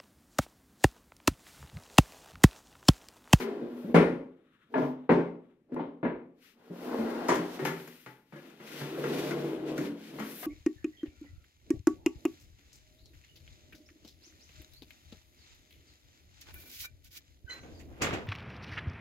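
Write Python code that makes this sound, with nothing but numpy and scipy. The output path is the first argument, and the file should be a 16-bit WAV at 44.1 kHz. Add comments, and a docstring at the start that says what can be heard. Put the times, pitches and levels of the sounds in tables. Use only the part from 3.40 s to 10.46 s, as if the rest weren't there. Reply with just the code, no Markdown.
"""A hard, tiled kitchen. A wide, empty drawer rolls out on steel runners, bangs on its end stop, is jogged to
and fro and slid shut; a second drawer is then pulled open. Rollers drum and knock on the tracks, the chipboard
boxes boom, steel catches snap and the room rings on. A hand rubs the drawer front in faint hisses that come and
go, and clothing rustles close to the hand-held microphone over a low murmur of air."""
import sys
import numpy as np
from scipy import signal
from scipy.fft import rfft, irfft, next_fast_len
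from scipy.io import wavfile
from scipy.ndimage import uniform_filter1d

SR = 44100
rng = np.random.default_rng(int(sys.argv[2]) if len(sys.argv) > 2 else 0)


def put_to_file(sound):
    """Save the sound as 16-bit audio at rate SR, in the file named by the first command-line argument."""
    columns = np.atleast_2d(sound).T  # one column per channel
    safe = np.clip(columns, -1, 1)
    whole_steps = np.round(safe * 32767)
    wavfile.write(sys.argv[1], SR, whole_steps.astype(np.int16))


N = 311346

# drawer strokes: (time [s], relative speed)
FIRST_PULL = [(0, 0.55), (.07, 0.9), (.16, 0.42), (.27, 0.33), (.41, 0.27), (.53, 0.28)]
FIRST_PUSH = [(3.12, 0.0034), (3.2, 0.084), (3.28, 0.12), (3.38, 0.256), (3.53, 0.95), (3.72, 0.98),
              (3.86, 1.13), (4.12, 0.48), (4.25, .6), (4.53, 0.015)]
SECOND_PULL = [(4.93, 0.069), (5.08, 0.254), (5.17, 0.1265), (5.27, 0.34), (5.54, 0.75), (5.72, 1.21),
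               (5.9, 0.94), (6.2, 0.48), (6.31, 0.6), (6.45, 0.359), (6.54, 0.17), (6.66, 0.09),
               (6.76, 0.274), (6.95, 0.11), (7.06, 0.14)]
# arm moves: (middle [s], length [s], level [dB], extra fizz [dB], left minus right [dB])
ARM_MOVES = [(0.0, 0.078, -42, -1.5, 0), (0.428, 0.21, -65, 4.5, 4.5), (1.425, 0.14, -60.5, 0.5, 1),
             (3.072, 0.11, -60.5, -0.5, 3), (3.363, 0.043, -68.5, -6.5, 0),
             (3.449, 0.059, -54.5, 4.5, -2.5), (3.596, 0.44, -56, 1, 0), (3.798, 0.35, -61, -12, -2),
             (4.122, 0.65, -53, 1, -7.5), (4.437, 0.44, -59.5, 7, 3), (5.053, 0.23, -63, -0.5, 4),
             (5.386, 0.23, -46, -1.5, -0.5), (5.61, 0.13, -53.5, 5, -5), (5.793, 0.24, -42, -1.5, -2.5),
             (6.046, 0.2, -52, -0.5, -2), (6.299, 0.055, -48.5, -11, -1), (6.428, 0.13, -48.5, -2, -1.5),
             (6.661, 0.14, -53, -3, -0.5), (6.855, 0.19, -51, -0.5, -1.5), (7.02, 0.28, -53, 15, -2.5)]
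# runner knocks: (time [s], thud [dB], click [dB], dry snap [dB], box note [Hz], front note [Hz],
# panel note [Hz], note level [dB])
RUNNER_KNOCKS = [(0.002, -38, -43.5, 6, 249.5, 1010, 2216, 8), (0.215, -34.5, -67, 0, 243.7, 660, 1540, 18),
                 (0.441, -39, -66, 0, 198, 663, 1400, 18), (0.478, -34, -85, -6.5, 237, 660, 1470, 36),
                 (2.32, -35.5, -61.5, 5, 253, 950, 1700, 14), (3.3, -41, -80, -8, 177, 654, 1250, 8),
                 (3.585, -30.5, -60, 17, 229.2, 763, 1400, 32),
                 (3.961, -34, -47, 13, 308.5, 569, 1640, 15.5),
                 (3.986, -36.5, -67, 0, 172.8, 580, 1630, 23),
                 (4.192, -35.5, -45.5, 10, 378.6, 867, 1855, 19), (4.215, -37, -50, 6, 148, 854, 1860, 13),
                 (4.252, -34, -35, 8.5, 388.5, 900, 1720, 12.5),
                 (4.285, -40.5, -57, 15, 165.6, 843, 1550, 34), (4.476, -52.5, -61, 12, 245, 900, 2780, 13),
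                 (4.662, -51.5, -51.5, 11, 130, 864, 1960, 11),
                 (4.923, -48.5, -56.5, 1, 219, 557, 1263, -7),
                 (4.958, -49.5, -55, -5.5, 347, 567, 1690, 30), (5.199, -52, -57, 1, 360, 574, 2040, 3),
                 (5.412, -40, -48, 2, 144, 892, 1770, 9), (5.579, -41, -75, 6, 518, 549, 1670, 19),
                 (5.641, -39.5, -44, -3, 466, 887, 1226, 8), (5.908, -41, -48, 10, 352, 1080, 2080, 32),
                 (6.38, -31, -49.5, 6, 292, 650, 1640, 14.5), (6.436, -36, -52, -1, 286, 948, 1755, 12),
                 (6.785, -43, -47.5, 4, 288.7, 1133, 2060, 6), (6.8, -38.5, -45.5, 9, 218.2, 1110, 1315, 9),
                 (7.028, -55, -45.5, -7, 264, 724, 1230, 9)]
# blows on the stops: (time [s], thud [dB], clack [dB], crack [dB], clink [dB], low-pass [Hz],
# box note [Hz], front note [Hz], panel note [Hz], note level [dB], box note T60 [s], mode lift [dB])
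STOP_BLOWS = [(0.544, -16.5, -26, -29.5, -43.5, 14200, 173.1, 680, 1422, 4, 0.32, -3),
              (0.556, -22, -28, -28.5, -47.5, 14000, 310.4, 993, 2330, 2.5, 0.27, -2.5),
              (0.570, -21.5, -36, -53, -69, 12000, 183.3, 756, 2090, 3, 0.29, -10),
              (0.611, -48, -46, -41.5, -64, 8850, 469, 673, 1615, 9, 0.28, -7),
              (1.340, -34.5, -34, -39.5, -84, 7130, 433, 895, 1705, 19.5, 0.45, 2),
              (1.355, -30.5, -32.5, -41.5, -76, 7060, 281.3, 624, 1402, 15, 0.37, 6),
              (1.376, -26, -39, -53, -58, 7000, 257, 742, 1320, 11.5, 0.67, 2),
              (1.418, -35, -34.5, -49.5, -63, 6860, 144.7, 623, 1720, 12, 0.48, 0),
              (1.692, -20, -27.5, -31.5, -65, 10600, 409.6, 745, 1532, 6, 0.48, -1.5),
              (1.712, -24.5, -34, -44, -55, 9600, 235, 550, 1377, 5, 0.26, 0),
              (1.787, -29, -47, -50, -71.5, 6000, 311.5, 573, 1570, 10, 0.17, 5.5),
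              (2.362, -36.5, -41.5, -51.5, -73.5, 4140, 320, 883, 1406, 5, 0.26, 4.5),
              (2.394, -35, -40.5, -55, -62.5, 4160, 284.7, 900, 1516, 7.5, 0.52, -2),
              (2.629, -30.5, -40.5, -45, -79, 4240, 302, 663, 1710, 8.5, 0.26, -2),
              (2.648, -28.5, -39.5, -43.5, -79, 4200, 238.4, 966, 1690, 10, 0.23, 2),
              (2.665, -37.5, -42, -52, -72, 4160, 355, 643, 1570, 10, .4, 4.5),
              (3.887, -27, -27, -30.5, -44, 14900, 347.5, 948, 1187, 8.5, 0.38, 2),
              (3.919, -30.5, -35.5, -39.5, -47, 15100, 390.6, 1020, 1360, 13, 0.34, 2)]
# swells of soft hiss: (middle [s], length [s], level [dB])
SOFT_HISSES = [(1.17, 0.37, -71.5), (1.604, 0.13, -70), (2.087, 0.11, -74), (3.254, 0.15, -75)]
# nudges of the open drawer: (start [s], end [s], relative top speed)
NUDGES = [(1.286, 1.381, 0.34), (2.273, 2.345, 0.22)]
# steel snaps: (time [s], click [dB], snap [dB], spring [dB], rail ring [dB], rattle decay [s])
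CATCH_SNAPS = [(3.884, -35, -37, -45, -44, .009), (3.892, -52, -39.5, -56, -45, 0.034),
               (3.945, -50, -52, -50, -54, .018), (3.954, -45, -42, -54, -50, .006),
               (4.249, -34, -41.5, -43, -58, 0.032), (4.475, -45, -58, -48, -62, 0.0051),
               (4.662, -44, -62, -64, -72, 0.0044), (5.101, -50, -60, -66, -73, .005),
               (5.639, -35, -52, -70, -66, 0.011), (5.908, -34, -46.5, -62, -58, 0.013),
               (6.378, -33, -44, -47, -51, .005), (6.391, -42, -54, -62, -65, .005),
               (6.795, -45, -50, -53, -60, .008)]

# modes of boxes, fronts, panels and runners: (frequency [Hz], level [dB], T60 [s])
FIRST_BOX = [(140.8, -13, 0.4), (170.6, 1, 0.49), (236, -2.5, .52), (259, -2.5, 0.64), (300, -0.5, .45),
             (362, 0.5, 0.46), (406, 1.5, .42), (456.4, 1, 0.46), (520, -3.5, .38), (569, -6, 0.38)]
SECOND_BOX = [(146.1, 1, 0.58), (173.8, -5, 1), (216.6, -0.5, 0.98), (298.4, -6, 0.12), (341, -9, 0.63),
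              (378, -7, 0.27), (450, -24, 0.71)]
FRONT = [(606, -3, .45), (664, -1, .42), (760, -3, .25), (820, -7, .35), (902, -1, .35), (969, -2, .28),
         (1021, -1, .36), (1130, -5, .28)]
PANELS = [(1254, -2, .3), (1350, -2, .25), (1425, -3, .42), (1615, -2, .3), (1735, -6, .4), (1836, -6, .32),
          (1900, -4, .28), (2075, -5, .32), (2265, -9, .36), (2450, -9, .3), (2665, -9, .22)]
RAILS = [(4210, 0, .1), (4474, -2, .12), (5100, -2, .08), (5814, -1, .08), (6352, 1, .09), (6700, -1, .07),
         (7070, 0, .11), (7500, -1, .07), (8100, -2, .06), (8850, -4, .08), (10540, -8, .06),
         (12600, -8, .07)]

# spectra of rolling, cloth, air and soft hiss: (frequency [Hz], level [dB])
FIRST_RUMBLE_EQ = [(30, -25.5), (70, -20.5), (105, -27.5), (145, -13.5), (195, -3.5), (235, 7), (310, 3.5),
                   (480, -1), (600, -1), (750, -3), (1000, -4), (2000, -39)]
SECOND_RUMBLE_EQ = [(30, -24), (70, -19), (105, -30), (145, -1), (195, -8), (235, 4), (310, 3.5),
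                    (450, 2.5), (600, -1.5), (750, -9), (1000, -11), (2000, -41.5)]
GRIT_EQ = [(300, -36.5), (700, 6.5), (1100, 1.5), (1500, 3.5), (2300, -4.5), (3300, -12), (4500, -13),
           (7000, -26.5), (12000, -47)]
BEARING_EQ = [(1000, -23.5), (2200, 9), (3500, 6.5), (5000, -9.5), (7000, -10.5), (10000, -14.5),
              (15000, -13)]
CLOTH_EQ = [(500, -18.5), (1500, 5.5), (2500, 7), (4000, 2.5), (6000, -2), (8000, -8), (10500, -6),
            (13500, -2.5), (16000, -7.5)]
AIR_EQ = [(25, -15), (100, -10), (160, -2), (250, 1), (500, -12), (900, -23), (2200, -25), (5000, -40),
          (15000, -44)]
SOFT_HISS_EQ = [(600, -25.5), (1300, 5), (2200, -3), (3700, -5.5), (4600, -24), (9000, -27.5)]
# spectra of struck parts: (frequency [Hz], level [dB])
BOX_EQ = [(30, -37.5), (68, -9), (100, -22), (140, -3.5), (170, -6.5), (198, -4), (235, 7), (430, 4),
          (560, 1), (700, -14.5), (1000, -35.5), (2000, -84)]
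FRONT_EQ = [(250, -42.5), (480, -17), (620, -10), (780, 2), (950, -0.5), (1150, -4.5), (1400, -19.5),
            (2500, -67.5)]
PANEL_EQ = [(600, -34), (1050, -5.5), (1400, 0.5), (1700, -3), (2100, -1), (2650, -9.5), (3200, -17),
            (4200, -23), (6000, -43.5), (9000, -70.5)]
RAIL_EQ = [(1500, -26.5), (3000, 14.5), (4200, 5.5), (5500, 4), (7200, -4.5), (9000, -3.5), (11000, -4),
           (13500, -10.5), (16000, -11.5)]
SNAP_EQ = [(1200, -36), (2500, -19), (4000, 1), (6000, 10), (8000, 2), (9500, -2), (12000, -30),
           (16000, -42)]
SPRING_EQ = [(4000, -53), (8000, -28), (11000, 18), (13500, 18.5), (16000, 1)]

# diffuse field: (frequency [Hz], left-right correlation)
CORRELATION = [(150, 0.99), (300, 0.96), (600, 0.77), (1000, 0.2), (2000, 0.67), (5000, 0.03),
               (15000, 0.058)]
# microphone ports: (frequency [Hz], left minus right [dB])
PORT_BALANCE = [(100, 0), (300, 1.15), (650, 0.5), (1200, 4.5), (2300, 10), (3500, 3), (5000, 1.5),
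                (8000, -0.5), (14000, 12.5)]


def amp(db):
    """Decibels to gain."""
    return 10 ** (np.asarray(db) / 20)


def unit_rms(x):
    """Scales to rms 1."""
    return x / np.sqrt(np.mean(x ** 2) + 1e-20)


def curve_at(points, hz):
    """Interpolates on a log-frequency axis."""
    points_hz, values = np.transpose(points)
    return np.interp(np.log(hz + 1), np.log(points_hz + 1), values)


def add(mix, start_s, sound):
    """Mixes in a stereo sound."""
    part = mix[:, max(round(start_s * SR), 0):][:, :sound.shape[1]]
    part += sound[:, :part.shape[1]]


def convolve(x, taps):
    """Filters each channel, keeping the length."""
    return signal.fftconvolve(np.atleast_2d(x), np.atleast_2d(taps), axes=1)[:, :x.shape[-1]]


def colour(x, eq, size=4096):
    """Minimum-phase filter with spectrum eq."""
    log_gain = np.log(amp(curve_at(eq, abs(np.fft.fftfreq(size, 1 / SR)))))
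    taps = np.fft.ifft(np.exp(np.conj(signal.hilbert(log_gain)))).real
    return convolve(x, taps[:size // 2])


def stereo_noise(count):
    """Diffuse field at two close microphones: alike in the bass, unrelated in the treble."""
    size = next_fast_len(count, True)
    left, other = rfft(rng.standard_normal((2, size)))
    shared = np.clip(curve_at(CORRELATION, np.fft.rfftfreq(size, 1 / SR)), 0, 1)
    right = shared * left + np.sqrt(1 - shared ** 2) * other
    return irfft(np.array([left, right]), size)[:, :count]


def grains(count, per_s, spread_db):
    """Sparse clicks, mostly small, a few large."""
    size = amp(spread_db * np.minimum(rng.exponential(1, count), 4))
    return size * rng.choice([-1, 1], count) * (rng.random(count) < per_s / SR)


def grainy_noise(count, eq, grain_gain, per_s, spread_db):
    """Coloured noise with clicks in it, rms 1."""
    rough = stereo_noise(count) + grain_gain * unit_rms(grains(count, per_s, spread_db))
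    return unit_rms(colour(rough, eq))


def wander(count, samples):
    """Smoothed random drift, rms 1."""
    return unit_rms(uniform_filter1d(uniform_filter1d(rng.standard_normal(count), samples), samples))


def resonate(x, hz, width_hz):
    """Unity-gain resonance following the curve hz."""
    carrier = np.exp(2j * np.pi * np.cumsum(hz) / SR)
    pole = np.exp(-np.pi * width_hz / SR)
    return 2 * (carrier * signal.lfilter([1 - pole], [1, -pole], x / carrier)).real


def room(x, t60_s, wet_db):
    """Direct sound plus the diffuse tail off the tiles."""
    t = np.arange(SR // 2) / SR
    taps = stereo_noise(len(t)) * amp(-60 * t / t60_s)
    taps *= amp(wet_db) / np.linalg.norm(taps[0])
    taps[:, 0] += 1
    return convolve(x, taps / np.linalg.norm(taps[0]))


def with_note(modes, hz, db, t60_s):
    """Adds the mode favoured by the place of contact."""
    return list(modes) + [(hz, db, t60_s)]


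def rolling(stroke, modes, eq, travel, boom_db, hum_db, slow_hz, rise_hz, width_hz,
            sing_db, grit_db, hiss_db):
    """Rollers drum on the track, louder with speed; the box booms more when out (travel: 0 in, 1 out)."""
    times_s, speeds = np.transpose(stroke)
    t = np.arange(times_s[0], times_s[-1], 1 / SR)
    count = len(t)
    speed = np.interp(t, times_s, abs(speeds))
    extension = travel[0] + (travel[1] - travel[0]) * np.cumsum(speed) / speed.sum()
    bumps = stereo_noise(count) + .5 * unit_rms(grains(count, per_s=130, spread_db=4.8))
    hum_hz = slow_hz + rise_hz * speed
    hum = resonate(resonate(stereo_noise(count), hum_hz, width_hz), hum_hz, width_hz)
    # a steady roller sings one wavering note within the hum
    cycles = np.cumsum(hum_hz * (1 + .025 * wander(count, samples=700))) / SR
    note = amp(sing_db + 3 * wander(count, samples=900)) * np.sin(2 * np.pi * cycles)
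    hum = amp(hum_db) * unit_rms(unit_rms(hum) + note)
    boom = sum(amp(db) * resonate(bumps, np.full(count, hz), 3 / t60_s) for hz, db, t60_s in modes)
    boom = amp(boom_db) * unit_rms(colour(boom, eq))
    body = unit_rms(unit_rms(colour(bumps, eq)) + hum + boom)
    rumble = amp(-39 + 11.5 * extension) * speed ** 1.354 * body
    grit = amp(grit_db) * speed ** 1.18 * grainy_noise(count, GRIT_EQ, 0.43, per_s=490, spread_db=1.8)
    hiss = amp(hiss_db) * speed ** .9 * grainy_noise(count, BEARING_EQ, 1, per_s=160, spread_db=2.2)
    out = np.zeros((2, N))
    add(out, times_s[0], rumble + grit + hiss)
    return out


def sleeve():
    """Fibres slip over one another: a bright rustle that swells and fades with each arm move."""
    t = np.arange(N) / SR
    fizz_hz, edge_db = 9250, -6
    fibres = grainy_noise(N, CLOTH_EQ, grain_gain=0.39, per_s=2800, spread_db=2.7)
    fizz = signal.sosfiltfilt(signal.butter(2, fizz_hz, "high", fs=SR, output="sos"), fibres)
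    swish_power, fizz_power = np.zeros((2, 2, N))
    for middle_s, length_s, db, fizz_db, pan_db in ARM_MOVES:
        swell = amp(db + edge_db * abs(2 * (t - middle_s) / length_s) ** 2.1)
        power = swell ** 2 * amp([[pan_db], [-pan_db]])
        swish_power += power
        fizz_power += power * amp(fizz_db) ** 2
    flutter_db = 1.1 * wander(N, samples=900)  # folds catch and slip
    return (np.sqrt(swish_power) * (fibres - fizz) + np.sqrt(fizz_power) * fizz) * amp(flutter_db)


def room_air():
    """Low murmur of air in the room."""
    return amp(-71) * unit_rms(colour(stereo_noise(N), AIR_EQ))


def ring(modes, t, scatter_db=2.0, max_split=.035, partner_gain=.4):
    """Decaying modes, each beating with a close partner; every blow shares its force differently."""
    out = np.zeros((2, len(t)))
    for hz, db, t60_s in modes:
        apart_rad = np.arccos(np.clip(curve_at(CORRELATION, hz), 0, 1)) * rng.choice([-1, 1])
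        phase_rad = 2 * np.pi * rng.random() + np.array([[0], [apart_rad]])
        age_s = t[t < 2 * t60_s]
        gain = amp(db + scatter_db * rng.standard_normal())
        wave = gain * np.exp((2j * np.pi * hz - np.log(1000) / t60_s) * age_s)
        split_hz = hz * max_split * rng.uniform(.5, 1) * rng.choice([-1, 1])
        wave *= 1 + partner_gain * np.exp(2j * np.pi * split_hz * age_s)
        out[:, :len(age_s)] += (np.exp(1j * phase_rad) * wave).real
    return out


def struck(eq, modes, firmness, t60_s, modes_db, contact_db, chatter_s, swell_s):
    """One part hit: chattering contact, its own modes and a dense tail of cabinet and room."""
    t = np.arange(SR * 5 // 8) / SR
    attack = np.s_[:, :SR // 25]
    field = stereo_noise(len(t))
    contact = 0.38 * grains(len(t), per_s=700, spread_db=2) * field * np.exp(-t / chatter_s)
    contact[:, 0] = 1
    contact *= firmness * amp(contact_db) / contact[attack].std()
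    swell = 1 - np.exp(-t * firmness / swell_s)  # soft bumps build slowly
    dense = colour(field * amp(-60 * t / t60_s) * swell + contact, eq)
    low_cut = signal.butter(4, 110, "high", fs=SR, output="sos")  # the ringing tones carry no deep bass
    tones = signal.sosfilt(low_cut, ring(modes, t) * swell)
    sound = dense / dense[attack].std() + amp(modes_db) * tones / tones[attack].std()
    return sound / sound[attack].std()


def blow(box, front, panel, thud_db, clack_db, crack_db, clink_db, snap_db, lift_db):
    """Box thuds, front clacks, panels crack, rails clink; snap_db dries the hit, lift_db raises modes."""
    firmness = np.clip(amp(0.12 * (crack_db - thud_db + 4.5)), .15, 1.5)  # brighter is harder
    chatter_scale = amp(-.6 * snap_db)
    damped_db = lift_db - .5 * snap_db
    thud = struck(BOX_EQ, box, firmness, t60_s=0.57, modes_db=lift_db + 7,
                  contact_db=-8.5, chatter_s=0.011, swell_s=0.0025)
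    clack = struck(FRONT_EQ, front, firmness, t60_s=0.51, modes_db=damped_db + 7,
                   contact_db=snap_db - 9, chatter_s=0.021 * chatter_scale, swell_s=0.00075)
    crack = struck(PANEL_EQ, panel, firmness, t60_s=0.43, modes_db=damped_db + 2,
                   contact_db=snap_db - 17, chatter_s=0.022 * chatter_scale, swell_s=0.002)
    clink = struck(RAIL_EQ, RAILS, firmness, t60_s=0.42, modes_db=damped_db - 11,
                   contact_db=snap_db - 16.5, chatter_s=0.028 * chatter_scale, swell_s=0.003)
    return amp(thud_db) * thud + amp(clack_db) * clack + amp(crack_db) * crack + amp(clink_db) * clink


def runner_knocks(second_drawer_s=4.8):
    """Rollers cross joints, catches grip or let go; each knock shakes the moving drawer's box."""
    out = np.zeros((2, N))
    for time_s, thud_db, click_db, snap_db, box_hz, front_hz, panel_hz, note_db in RUNNER_KNOCKS:
        box = with_note(FIRST_BOX if time_s < second_drawer_s else SECOND_BOX, box_hz, note_db, 0.54)
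        front = with_note(FRONT, front_hz, note_db + 0.5, t60_s=0.44)
        panel = with_note(PANELS, panel_hz, note_db - 3.5, t60_s=0.25)
        clink_db = click_db - 11.5 + 0.19 * (click_db - thud_db)  # less steel in soft knocks
        knock = blow(box, front, panel, thud_db, click_db - 3, click_db, clink_db, snap_db, lift_db=-1.5)
        add(out, time_s, knock)
    return out


def stop_bangs(snap_db=3.5):
    """The drawer hits a stop askew: near side, far side, rebound. Each blow has its own treble cut-off."""
    out = np.zeros((2, N))
    for (time_s, thud_db, clack_db, crack_db, clink_db, cutoff_hz,
         box_hz, front_hz, panel_hz, note_db, box_t60_s, lift_db) in STOP_BLOWS:
        box = with_note(FIRST_BOX, box_hz, note_db, box_t60_s)
        front = with_note(FRONT, front_hz, note_db - 2.5, t60_s=0.34)
        panel = with_note(PANELS, panel_hz, note_db - 2.5, t60_s=0.3)
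        bang = blow(box, front, panel, thud_db, clack_db, crack_db, clink_db, snap_db, lift_db)
        low_pass = signal.butter(6, cutoff_hz, fs=SR, output="sos")
        add(out, time_s, signal.sosfilt(low_pass, bang))
    return out


def soft_hisses(edge_db=-6):
    """A hand rubs the drawer front: faint, dull, uneven swells of hiss."""
    t = np.arange(N) / SR
    level = sum(amp(db + edge_db * (2 * (t - middle_s) / length_s) ** 2)
                for middle_s, length_s, db in SOFT_HISSES)
    hiss = grainy_noise(N, SOFT_HISS_EQ, grain_gain=.4, per_s=600, spread_db=3)
    return level * hiss * amp(2.4 * wander(N, samples=1200))


def jogs():
    """The open drawer is nudged from rest and rolls up to a stop."""
    return sum(rolling([(start_s, 0), (end_s, speed)], FIRST_BOX, FIRST_RUMBLE_EQ, travel=(1, 1),
                       boom_db=23, hum_db=0, slow_hz=264, rise_hz=125, width_hz=130,
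                       sing_db=-1.5, grit_db=-52.5, hiss_db=-77)
               for start_s, end_s, speed in NUDGES)


def catches(rise_s=0.00072):
    """The catch grips, ball cages meet their ends: steel rattles, a spring sizzles, the rails ring."""
    out = np.zeros((2, N))
    t = np.arange(SR // 4) / SR
    rise = 1 - np.exp(-t / rise_s)
    for time_s, click_db, snap_db, spring_db, rail_db, decay_s in CATCH_SNAPS:
        rattle = stereo_noise(len(t)) + unit_rms(grains(len(t), per_s=1800, spread_db=2))
        bands = [(click_db, PANEL_EQ), (snap_db, SNAP_EQ), (spring_db, SPRING_EQ)]
        burst = sum(amp(db) * unit_rms(colour(rattle, eq)) for db, eq in bands)
        rails = ring(RAILS, t)
        rails /= rails[:, :SR // 50].std()
        add(out, time_s, rise * (burst * np.exp(-t / decay_s) + amp(rail_db) * rails))
    return room(out, t60_s=0.25, wet_db=-6)


def scene():
    """Three strokes and two jogs, with impacts, soft hisses, clothing and air."""
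    pull = rolling(FIRST_PULL, with_note(FIRST_BOX, hz=244, db=8, t60_s=0.9), FIRST_RUMBLE_EQ,
                   travel=(0.78, 1), boom_db=8.5, hum_db=6, slow_hz=328, rise_hz=64.76, width_hz=56,
                   sing_db=9.5, grit_db=-48, hiss_db=-60.5)
    shut = rolling(FIRST_PUSH, FIRST_BOX, FIRST_RUMBLE_EQ,
                   travel=(0.56, 0), boom_db=-4, hum_db=-5, slow_hz=238, rise_hz=105.6, width_hz=130,
                   sing_db=-1, grit_db=-45.5, hiss_db=-67.5)
    second = rolling(SECOND_PULL, SECOND_BOX, SECOND_RUMBLE_EQ,
                     travel=(0, 1), boom_db=-4, hum_db=-3, slow_hz=251.5, rise_hz=115, width_hz=100,
                     sing_db=5, grit_db=-48, hiss_db=-53.5)
    rollers = room(pull + shut + second + jogs(), t60_s=0.5, wet_db=-4.5)
    return rollers + stop_bangs() + runner_knocks() + catches() + soft_hisses() + sleeve() + room_air()


def record(dry):
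    """Stereo microphone: the left port is brighter and a trace late; both are band-limited."""
    lag_s, cutoff_hz = 8e-5, 15650
    hz = np.fft.rfftfreq(N, 1 / SR)
    ports = amp(np.outer([.5, -.5], curve_at(PORT_BALANCE, hz)))
    ports /= np.sqrt(np.mean(ports ** 2, axis=0))
    delay = np.exp(-2j * np.pi * np.outer([lag_s, 0], hz))
    heard = irfft(rfft(dry) * ports * delay, N)
    low_pass = signal.firwin(1023, cutoff_hz, window=("kaiser", 9), fs=SR)
    return signal.oaconvolve(heard, low_pass[None], "same")


dry = scene()
out = record(dry)
put_to_file(out)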